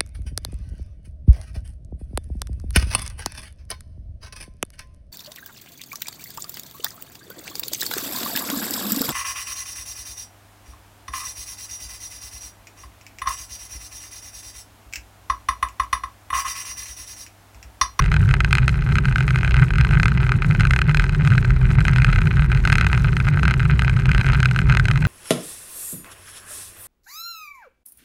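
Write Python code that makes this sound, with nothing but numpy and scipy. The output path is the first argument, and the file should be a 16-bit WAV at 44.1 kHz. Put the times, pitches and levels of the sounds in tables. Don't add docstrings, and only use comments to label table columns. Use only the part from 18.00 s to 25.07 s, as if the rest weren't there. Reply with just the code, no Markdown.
import sys
import numpy as np
from scipy import signal
from scipy.fft import rfft, irfft
from scipy.io import wavfile
from scipy.ndimage import uniform_filter1d

SR = 44100
rng = np.random.default_rng(int(sys.argv[2]) if len(sys.argv) > 2 else 0)


def transcribe(u):
    v = np.clip(np.atleast_2d(u).T, -1, 1)
    q = np.round(v * 32767).astype(np.int16)
    wavfile.write(sys.argv[1], SR, q)


N = 311787


def from_db(db):
    return 10 ** (np.asarray(db) / 20)


def rms_one(x):
    return x / np.sqrt(np.mean(x ** 2) + 1e-20)


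def in_time(rows):
    return np.interp(np.arange(N) / SR, *np.transpose(rows))


def keep_band(x, hz, side):
    return signal.sosfilt(signal.butter(2, hz, side, fs=SR, output="sos"), x)


def resonate(x, hz, width_hz):
    return signal.lfilter(*signal.iirpeak(hz, hz / width_hz, fs=SR), x + 1e-18)


def resonate_twice(x, hz, width_hz):
    return resonate(resonate(x, hz, width_hz), hz, width_hz)


def road_shaking(tones, level_db, steady_s=0.16):
    ringing = 0
    for hz, width_hz, db in tones:
        road = rng.standard_normal(N + SR)
        ringing += from_db(db) * resonate_twice(road, hz, width_hz)[SR:]
    power = uniform_filter1d(ringing ** 2, int(steady_s * SR))
    return from_db(level_db) * ringing / np.sqrt(power + 1e-18)


# (pitch [Hz], width [Hz], level [dB])
FRAME_TONES = [(39.9, 12, -6), (43.35, 7.6, -2), (61.97, 4.5, 3.5), (70.1, 6.6, -13.5)]
# (time [s], level [dB])
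FRAME_LEVELS = [(0.0, -15), (0.08, -18), (1.42, -23), (1.56, -13.5), (1.65, -25), (1.79, -16),
                (2.54, -24.5), (2.7, -16), (2.91, -25), (2.99, -15.5), (3.31, -27.5), (3.54, -15),
                (3.94, -20), (4.17, -15), (4.27, -25), (4.35, -17), (5.26, -21), (5.32, -32), (5.45, -17),
                (5.61, -23), (5.87, -15), (5.98, -29), (6.16, -12.5), (6.22, -28), (6.3, -16), (6.56, -29),
                (6.59, -16.5), (7.07, -25)]
def frame_rumble():
    return road_shaking(FRAME_TONES, in_time(FRAME_LEVELS))


# (pitch [Hz], width [Hz], level [dB])
MOUNT_TONES = [(96.1, 16.8, -2.5), (109.7, 7.9, -4), (126.8, 8.56, 5.5), (141.5, 32.2, -2),
               (160.3, 25.6, -14.5), (214, 19.4, -20.5), (281, 27, -34)]
# (time [s], level [dB])
MOUNT_LEVELS = [(0.0, -21), (0.27, -14), (0.39, -22), (0.73, -16.5), (0.81, -22.5), (0.85, -17.5),
                (1.58, -19), (1.63, -10), (1.67, -23), (1.75, -16.5), (2.26, -17.5), (2.34, -25),
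                (2.36, -5.5), (2.4, -29), (2.48, -13), (2.83, -22), (2.89, -14), (3.03, -24), (3.25, -13),
                (3.68, -19), (3.7, -14), (4.51, -18), (6.99, -16.5), (7.07, -17.5)]
def mount_buzz(pedal_hz=2.95, first_push_s=0.27, swell_db=1.0):
    push_db = swell_db * np.cos(2 * np.pi * pedal_hz * (np.arange(N) / SR - first_push_s))
    return road_shaking(MOUNT_TONES, in_time(MOUNT_LEVELS) + push_db)


def steady_noise(colour):
    hz, db = np.transpose(colour)
    pitches = np.maximum(np.fft.rfftfreq(N, 1 / SR), 1)
    gains = from_db(np.interp(np.log(pitches), np.log(hz), db))
    return rms_one(irfft(rfft(rng.standard_normal(N)) * gains, N))


# (pitch [Hz], level [dB])
WIND_COLOUR = [(10, -11), (25, -2), (70, -13.5), (160, 11.5), (250, -12.5), (400, -13), (600, -32),
               (8000, -95)]
def wind(level_db=-32):
    return from_db(level_db) * steady_noise(WIND_COLOUR)


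# (pitch [Hz], level [dB])
TYRE_COLOUR = [(350, 4.5), (620, -0.5), (850, 3.5), (1100, 3.5), (1400, -0.5), (1800, 4), (2600, -5),
               (3300, -13.5), (6000, -24), (9000, -33.5), (15000, -43)]
def tyres(hiss_db=-44, hum_db=-43):
    hum = resonate_twice(rng.standard_normal(N), hz=380, width_hz=65)
    return from_db(hiss_db) * steady_noise(TYRE_COLOUR) + from_db(hum_db) * rms_one(hum)


def random_taps(per_s, spread_db):
    sizes = from_db(spread_db * np.clip(rng.standard_normal(N), -3, 1.6))
    return rms_one((rng.random(N) < per_s / SR) * sizes)


def scuff(taps, decay_s):
    fade = np.exp(-2 / (decay_s * SR))
    power = signal.lfilter([1 - fade], [1, -fade], taps ** 2 + 1e-18)
    return np.sqrt(power) * rng.standard_normal(N)


# (pitch [Hz], width [Hz], boost [dB])
CASE_TONES = [(927, 280, 3.5), (1082, 105, -12.5), (1288, 125, 8), (1542, 139, 19.5), (1704, 71, -10),
              (2059, 123, 10.5), (2491, 186, 14.5), (3080, 550, 8.5), (3590, 75, -11.5), (4123, 236, 13),
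              (5040, 177, 10), (6390, 390, 9), (8020, 410, -15), (8430, 930, 19), (11600, 370, 10.5),
              (14000, 950, 11.5)]
def plastic_case(force, thud_db=-10):
    shell = keep_band(keep_band(force, 600, "high"), 1500, "low")
    for hz, width_hz, boost_db in CASE_TONES:
        shell = shell + (from_db(boost_db) - 1) * resonate(shell, hz, width_hz)
    thud = resonate_twice(force, hz=450, width_hz=480)
    return shell - from_db(thud_db) * thud


# (time [s], level [dB])
CHATTER_LEVELS = [(0.0, -30.5), (0.45, -37.5), (1.08, -33.5), (1.4, -31), (2.5, -36.5), (2.87, -34),
                  (2.99, -33), (3.7, -35), (4.02, -33), (4.29, -32), (4.86, -32), (4.98, -30), (5.79, -34),
                  (6.3, -28.5), (6.5, -34), (7.07, -30)]
def chatter(motion, rub_db=-4, taps_db=-2, grip=3.3, limit=0.36):
    forward_swing = np.maximum(keep_band(motion, 85, "high"), 0)
    pressure = np.tanh(forward_swing / limit) ** grip
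    rub = keep_band(pressure * rng.standard_normal(N), 2800, "low")
    taps = scuff(random_taps(per_s=150, spread_db=9.5), decay_s=0.00023)
    rubbing = from_db(rub_db) * rms_one(plastic_case(rub))
    tapping = from_db(taps_db) * rms_one(plastic_case(keep_band(taps, 5000, "low")))
    return from_db(in_time(CHATTER_LEVELS)) * (rubbing + tapping)


# (pitch [Hz], width [Hz], level [dB])
TICK_TONES = [(3880, 1130, 3), (6100, 5600, -2.5), (8500, 2700, -4), (11260, 1100, -9.5),
              (14200, 1900, -13.5)]
def ticking(knocking, level_db=-54, follow_shaking=0.54, follow_knocks=0.099, flare_s=0.12):
    taps = random_taps(per_s=250, spread_db=3.5)
    ticks = 0
    for hz, width_hz, db in TICK_TONES:
        colour_db = 3.5 * np.clip(rng.standard_normal(N), -2, 2)
        burst = scuff(taps * from_db(colour_db), decay_s=0.0014)
        ticks += from_db(db) * resonate_twice(burst, hz, width_hz)
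    shaking_db = in_time(MOUNT_LEVELS) + in_time(CHATTER_LEVELS)
    knock_power = uniform_filter1d(rms_one(knocking) ** 2, int(flare_s * SR))
    knock_db = 10 * np.log10(0.5 + knock_power)
    swell = from_db(follow_shaking * shaking_db + follow_knocks * knock_db)
    return from_db(level_db) * rms_one(ticks * swell)


# (time [s], knocks [count], gap [s], first level [dB], change per knock [dB], extra treble [dB])
BUMPS = [(0.0227, 3, 0.019, -12, 0, 1), (0.1174, 3, 0.024, -6, 0, 0), (0.3403, 1, 0, -1, 12, 0),
         (0.4049, 2, .042, -2.5, -.5, 1.5), (0.5288, 2, 0.024, -1.5, -3.5, 8.5),
         (0.5717, 2, 0.012, -8.5, 7.5, -1), (0.68, 2, 0.013, -3, -7, 5), (0.9554, 2, 0.029, -8.5, 2, 3),
         (1.0549, 2, 0.029, -6, -9.5, 2), (1.1588, 3, 0.024, -5.5, -2, 1),
         (1.2798, 2, .027, -4.5, -0.5, -2), (1.359, 2, 0.029, -5.5, -5.5, -1),
         (1.4475, 2, 0.03, -6.5, -1, -3), (1.543, 2, 0.024, -5.5, -0.5, 0), (1.706, 1, 0, -8, 5, -6),
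         (1.7567, 3, 0.027, -11.5, 2.7, 3.5), (1.8487, 1, 0.0045, -5, 0, -1.5),
         (1.91, 2, .0256, -10, 0, -1.5), (1.999, 1, 0, 0, 0, -7.5), (2.0319, 3, 0.025, -1, -2.8, 3),
         (2.119, 3, 0.056, -8, 0.5, -12), (2.2665, 3, .0265, -11.5, 3.5, -2), (2.4216, 1, 0, -6, 2, -6),
         (2.5106, 2, .039, -10, 2, -3), (2.598, 2, 0.0094, -9, 3, 5.5), (2.652, 2, 0.019, -9.5, -4, 5.5),
         (2.7085, 3, 0.027, -4, -1, 4), (2.7902, 2, 0.027, -4, 0.5, 0.5), (2.8945, 2, 0.018, -6, -4, -6),
         (2.9464, 3, .0252, -5, -0.1, 4.4), (3.0411, 1, 0, -8.5, -5, 1.5), (3.2748, 2, 0.029, -6.5, -9, 4),
         (3.3798, 1, 0, -2, -2, -4), (3.5056, 1, 0.0016, -8, -8, -1), (3.8521, 2, .03, -7, 4, 3),
         (3.961, 2, 0.023, -5.5, 0, 1), (4.0201, 2, 0.026, -6.5, 8, -1.5),
         (4.1308, 4, 0.029, -7.5, -1, 1.5), (4.5178, 2, 0.031, -7, -1, -1.5),
         (4.652, 2, 0.023, -5, 1.5, 3.5), (4.7004, 2, 0.021, -5.5, 0, 2.5),
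         (4.7271, 4, 0.028, -2, -0.6, 4.5), (4.867, 1, 0, -3, 17, 1.5), (4.9301, 2, 0.047, -2, -3.5, -2),
         (5.1678, 2, 0.034, -5, -4.5, -0.5), (5.2862, 1, 0.00066, -8, -2, 2.5),
         (5.4317, 2, 0.022, -4.5, 0, -3), (5.4799, 3, 0.03, -3.5, -1.5, 1.5),
         (5.7935, 3, 0.027, -3, -3.5, 1.5), (5.8964, 1, 0, -7, -7, 1.5), (6.0567, 2, .0357, -5.5, -3, 0),
         (6.1163, 4, 0.032, -5, -0.6, 3), (6.266, 2, 0.022, -8, -3, 3), (6.403, 3, 0.027, -7.5, 1.5, 6.5),
         (6.5119, 1, 0, -8.5, 21, 3), (6.562, 2, 0.028, -6.5, 4.5, 0.5), (6.698, 3, 0.026, -10, 2, 3),
         (6.7712, 2, 0.026, -1, -3, 2.5), (6.855, 3, 0.029, -8.5, 1.6, 5),
         (6.9757, 2, 0.076, -12.5, 4.5, 3.5)]
def bump_knocks():
    return np.array([(start_s + k * gap_s, first_db + k * change_db, treble_db)
                     for start_s, count, gap_s, first_db, change_db, treble_db in BUMPS
                     for k in range(int(count))])


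def stray_knocks(taken_s, bounce_s=0.024, touch_share=0.3, follow_chatter=0.7):
    slip, chance, strength, hardness = rng.standard_normal((300, 4)).T
    time_s = np.cumsum(bounce_s * np.exp(0.15 * slip))
    loose_db = np.interp(time_s, *np.transpose(CHATTER_LEVELS))
    level_db = -12 + follow_chatter * (loose_db - loose_db.mean()) + 1.5 * np.minimum(strength, 1)
    treble_db = -1 + 4 * hardness
    free = np.abs(time_s[:, None] - taken_s).min(axis=1) > 0.7 * bounce_s
    touches = chance < np.quantile(chance, touch_share)
    return np.column_stack([time_s, level_db, treble_db])[free & touches & (time_s < N / SR)]


def knocks(gain_db=6, treble_hz=3000, scuff_db=-6.5, scuff_s=0.0013):
    runs = bump_knocks()
    time_s, level_db, treble_db = np.vstack([runs, stray_knocks(taken_s=runs[:, 0])]).T
    delay_s, rebound = rng.uniform([0.0004, 0.25], [0.0016, 0.7], (500, 2))[:len(time_s)].T
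    force, treble_force = np.zeros(N), np.zeros(N)
    for when_s, share in ((time_s, 1), (time_s + delay_s, rebound)):
        at = np.clip(np.round(when_s * SR).astype(int), 0, N - 1)
        force[at] += share * from_db(level_db + gain_db)
        treble_force[at] += share * from_db(level_db + gain_db + treble_db)
    body, edge = (f + from_db(scuff_db) * scuff(f, scuff_s) for f in (force, treble_force))
    return plastic_case(keep_band(body, treble_hz, "low") - keep_band(edge, treble_hz, "high"))


def scene():
    motion = frame_rumble() + mount_buzz()
    knocking = knocks()
    return (motion + knocking + chatter(motion) + ticking(knocking) + wind() + tyres())[None]


def record(dry, top_hz=15400):
    rounded = dry / (1 + dry ** 6) ** (1 / 6)
    return signal.sosfilt(signal.ellip(10, 0.1, 80, top_hz, fs=SR, output="sos"), rounded)


dry = scene()
out = record(dry)
transcribe(out)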